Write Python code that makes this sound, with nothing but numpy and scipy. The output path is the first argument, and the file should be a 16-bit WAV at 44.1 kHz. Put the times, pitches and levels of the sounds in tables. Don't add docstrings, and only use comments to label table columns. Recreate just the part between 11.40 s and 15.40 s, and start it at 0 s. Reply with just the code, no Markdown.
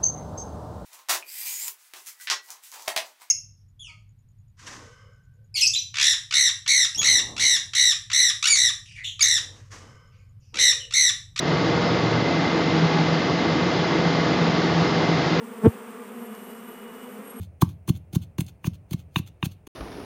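import sys
import numpy as np
from scipy import signal
from scipy.fft import rfft, irfft
from scipy.io import wavfile

SR = 44100
rng = np.random.default_rng(int(sys.argv[2]) if len(sys.argv) > 2 else 0)


def to_wav(sig):
    pcm = np.clip(np.atleast_2d(sig), -1, 1) * 32767
    pcm = np.round(pcm).astype(np.int16)
    wavfile.write(sys.argv[1], SR, pcm.T)


N = 176400


def from_db(db):
    return 10 ** (np.asarray(db) / 20)


def unit_rms(x):
    return x / np.sqrt(np.mean(x ** 2) + 1e-20)


def drift(rate_hz):
    hz = np.arange(N + 1) * SR / (2 * N)
    spectrum = rfft(rng.standard_normal(2 * N)) / (1 + (hz / rate_hz) ** 2)
    return unit_rms(irfft(spectrum))[:N]


def coloured(x, spectrum):
    hz, db = np.transpose(spectrum)
    bin_hz = np.maximum(np.arange(N // 2 + 1) * SR / N, 1)
    gain = from_db(np.interp(np.log(bin_hz), np.log(hz), db))
    return unit_rms(irfft(rfft(x) * gain, N))


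def curves(rows):
    times_s, *columns = np.transpose(rows)
    return [np.interp(np.arange(N) / SR, times_s, column) for column in columns]


def shaft_clock(wander=0.00052):
    return np.cumsum(1 + wander * drift(rate_hz=1.36)) / SR


def shaft_tones(rows, clock_s):
    out = 0
    for hz, db in rows:
        flutter = 1 + 0.18 * drift(rate_hz=1.7)
        tone = np.sin(2 * np.pi * (hz * clock_s + rng.random()))
        out += from_db(db) * unit_rms(flutter * tone)
    return out


# multiple of the cycle rate, level in dB.
ENGINE_HARMONICS = [(4, -64.5), (5, -54.5), (6, -53.5), (7, -48.5), (12, -37.5), (14, -33.5), (22, -39),
                    (24, -43.5), (30, -42.5), (36, -41.5), (39, -46), (54, -39.5), (88, -45), (90, -50.5)]
# frequency in Hz, relative density in dB.
CLATTER_SPECTRUM = [(100, -31.5), (250, -11), (500, 0.5), (900, 4), (2000, -12), (4500, -12), (7000, -42.5)]

def engine(cycle_hz=12.83, cylinders=6, knock_decay_s=0.0073, knock_spread_db=2, clatter_db=-34.5):
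    clock_s = shaft_clock()
    cycle_phase = clock_s * cycle_hz % 1
    cylinder, knock_phase = np.divmod(cycle_phase * cylinders, 1)
    strength = from_db(knock_spread_db * rng.standard_normal(cylinders))[cylinder.astype(int)]
    knocks = strength * np.exp(-knock_phase / (cylinders * cycle_hz * knock_decay_s))
    repeating = rng.standard_normal(N)[(cycle_phase * SR / cycle_hz).astype(int)]
    repeat_share = 0.86
    rattle = np.sqrt(repeat_share) * repeating + np.sqrt(1 - repeat_share) * rng.standard_normal(N)
    drone = shaft_tones([(k * cycle_hz, db) for k, db in ENGINE_HARMONICS], clock_s)
    return drone + from_db(clatter_db) * coloured(knocks * rattle, CLATTER_SPECTRUM)


# time in seconds, gain of oil hiss and drive rumble under load in dB.
DRIVE_LOAD = [(0, -1), (.4, 0), (.8, -1), (1.4, 0.16), (2, -0.16), (2.7, 0), (3.2, .5), (4, 0.1)]
# frequency in Hz, relative density in dB.
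OIL_SPECTRUM = [(800, -16.5), (2300, 1), (3400, 1.5), (4300, -0.5), (5050, -1.5), (5450, -6.5), (5900, -9),
                (6400, -11), (6900, -15), (7500, -24), (7800, -48)]
# multiple of the piston rate, level in dB.
PUMP_HARMONICS = [(1, -33), (2, -40), (3, -35.5), (4, -43.5)]

def hydraulic_pump(piston_hz=161.87, hiss_db=-33):
    load_db, = curves(DRIVE_LOAD)
    hiss = from_db(hiss_db + load_db) * coloured(rng.standard_normal(N), OIL_SPECTRUM)
    return hiss + shaft_tones([(k * piston_hz, db) for k, db in PUMP_HARMONICS], shaft_clock())


# frequency in Hz, relative density in dB.
RUMBLE_SPECTRUM = [(25, -59), (42, -51.5), (50, -19), (66, -24.5), (88, -4.5), (105, -4.5), (130, 0),
                   (190, -1), (255, 0.5), (330, 1), (420, -1.5), (530, -5.5), (720, -5.5), (1050, -9.5),
                   (1400, -11), (2000, -13.5), (2300, -22.5), (5000, -62.5)]
# centre in Hz, bandwidth in Hz, level in dB.
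HOUSING_MODES = [(163.6, 43, -44.5), (325, 31, -40), (823, 45, -47), (1133, 26, -45.5), (2082, 74, -46),
                 (3437, 70, -54), (5000, 150, -50.5)]

def drive_rumble(rumble_db=-24, waver_db=0.3):
    load_db, = curves(DRIVE_LOAD)
    gain = from_db(rumble_db + load_db + waver_db * drift(rate_hz=11))
    out = gain * coloured(rng.standard_normal(N), RUMBLE_SPECTRUM)
    for hz, width_hz, db in HOUSING_MODES:
        band = signal.butter(2, [hz - width_hz / 2, hz + width_hz / 2], "band", fs=SR, output="sos")
        out += from_db(db) * unit_rms(signal.sosfilt(band, rng.standard_normal(N)))
    return out


# frequency in Hz, level in dB.
GEAR_HUM = [(139, -40.5), (222.6, -42.5), (247, -41), (399, -42), (427.6, -43), (1254.3, -44.5),
            (1668.5, -49.5), (1896.4, -49.5), (2962.7, -55.5), (4247, -55.5)]
# frequency in Hz, base level in dB.
GEAR_WHINE = [(2029.4, -47.5), (2044.4, -44), (2070, -52.5), (2081.5, -45), (2091.2, -50.5), (2095.5, -53),
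              (2109, -56), (2121.4, -52.5), (2132.4, -49.5)]
# time in seconds, gain in dB.
WHINE_GAIN = [(0, 1), (.4, -1.5), (.97, 3.5), (1.3, -1.5), (2.2, -0.5), (2.55, 0), (4, -0.5)]

def gears():
    clock_s = shaft_clock()
    whine_db, = curves(WHINE_GAIN)
    return shaft_tones(GEAR_HUM, clock_s) + from_db(whine_db) * shaft_tones(GEAR_WHINE, clock_s)


def slip_cycles(hz, jitter):
    return np.cumsum(hz * (1 + jitter * drift(rate_hz=7.8))) / SR


def rub(cycles, partials):
    out = 0
    for k, db in partials:
        roughness = 1 + 0.11 * drift(rate_hz=7.8)
        out += from_db(db) * roughness * np.sin(2 * np.pi * (k * cycles + rng.random()))
    return np.sqrt(2) * out


# time in seconds, pitch in Hz, levels of partials 1, 4 and 5 in dB.
LOW_GROAN_TRACK = [(0, 115, -46, -50, -56), (.2, 115.7, -35.5, -33, -47), (.44, 117.3, -33, -32.5, -35.5),
                   (.6, 116, -32, -36, -38.5), (.72, 114.8, -29.5, -41, -43), (.83, 114.1, -29, -61, -35),
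                   (.95, 114.1, -53, -47, -33.5), (1.1, 113.6, -60, -62, -57)]

def low_groan():
    hz, *levels_db = curves(LOW_GROAN_TRACK)
    cycles = slip_cycles(hz, jitter=0.0035)
    return rub(cycles, zip((1, 4, 5), levels_db))


def swell(centre_s, length_s, edge_s=0.04):
    inside_s = length_s / 2 - np.abs(np.arange(N) / SR - centre_s)
    return np.sin(np.pi / 2 * np.clip(inside_s / edge_s, 0, 1))


# centre in seconds, length in seconds, pitch in Hz, level in dB.
GROAN_THROBS = [(0.078, 0.094, 152, -24), (0.162, 0.073, 157, -24.5), (.96, 0.13, 163, -28.5),
                (1.14, .12, 164, -26), (1.364, 0.078, 164, -24), (1.44, 0.093, 164, -20),
                (1.585, 0.13, 160.1, -22.5), (1.743, 0.15, 166, -24), (1.953, 0.11, 170.2, -26),
                (2.099, 0.056, 167, -22.5), (2.237, 0.095, 173.2, -21), (2.397, 0.2, 169, -28.5),
                (2.649, 0.16, 169.6, -22.5), (2.808, 0.11, 162.6, -27.5), (3.05, 0.17, 166.5, -25),
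                (3.195, 0.071, 168.1, -24.5), (3.296, 0.072, 168.4, -24), (3.396, .11, 168.5, -22.5),
                (3.576, .08, 166.4, -26), (3.718, 0.097, 166.2, -25.5), (3.958, 0.1, 167.9, -23.5)]
# multiple of the pitch, relative level in dB.
THROB_PARTIALS = [(1, -.5), (2, -16.5), (3, -13.5)]

def high_groan():
    hz, = curves([(centre_s, pitch_hz) for centre_s, _, pitch_hz, _ in GROAN_THROBS])
    grip = sum(from_db(db) * swell(centre_s, length_s) for centre_s, length_s, _, db in GROAN_THROBS)
    return grip * rub(slip_cycles(hz, jitter=0.0093), THROB_PARTIALS)


# centre in seconds, length in seconds, pitch in Hz, width of pitch wander in Hz, level in dB.
MOANS_SCRAPES_SQUEALS = [(.34, .1, 5085, 20, -53), (0.49, 0.11, 5168, 11, -43), (.69, 0.16, 324, 6.7, -30),
                         (1.192, 0.16, 325, 6.7, -28), (1.348, 0.12, 314, 9.2, -25),
                         (1.37, 0.12, 469, 13, -34), (1.55, 0.15, 840, 80, -31), (2.05, .13, 320, 7.3, -36),
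                         (2.185, 0.085, 318, 9.9, -28), (2.3, 0.11, 317, 10.4, -30),
                         (2.477, 0.16, 485, 9.9, -29.5), (2.525, 0.14, 326, 8, -27),
                         (2.8, 0.18, 825, 50, -44), (3.369, .13, 326, 7.44, -33),
                         (3.478, 0.11, 5090, 22, -46)]

def moans_scrapes_squeals():
    out = 0
    for centre_s, length_s, hz, width_hz, db in MOANS_SCRAPES_SQUEALS:
        cycles = np.cumsum(hz + width_hz / 2 * drift(width_hz)) / SR
        out += from_db(db) * swell(centre_s, length_s) * np.sqrt(2) * np.sin(2 * np.pi * cycles)
    return out


def scene():
    drive = engine() + hydraulic_pump() + drive_rumble() + gears()
    return (drive + low_groan() + high_groan() + moans_scrapes_squeals())[None]


def record(dry):
    start_db, fade_s, cutoff_hz = -5, 0.085, 7650
    fade = from_db(start_db * np.maximum(1 - np.arange(N) / SR / fade_s, 0))
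    low_pass = signal.ellip(12, 0.1, 90, cutoff_hz, fs=SR, output="sos")
    return signal.sosfilt(low_pass, dry * fade)


dry = scene()
out = record(dry)
to_wav(out)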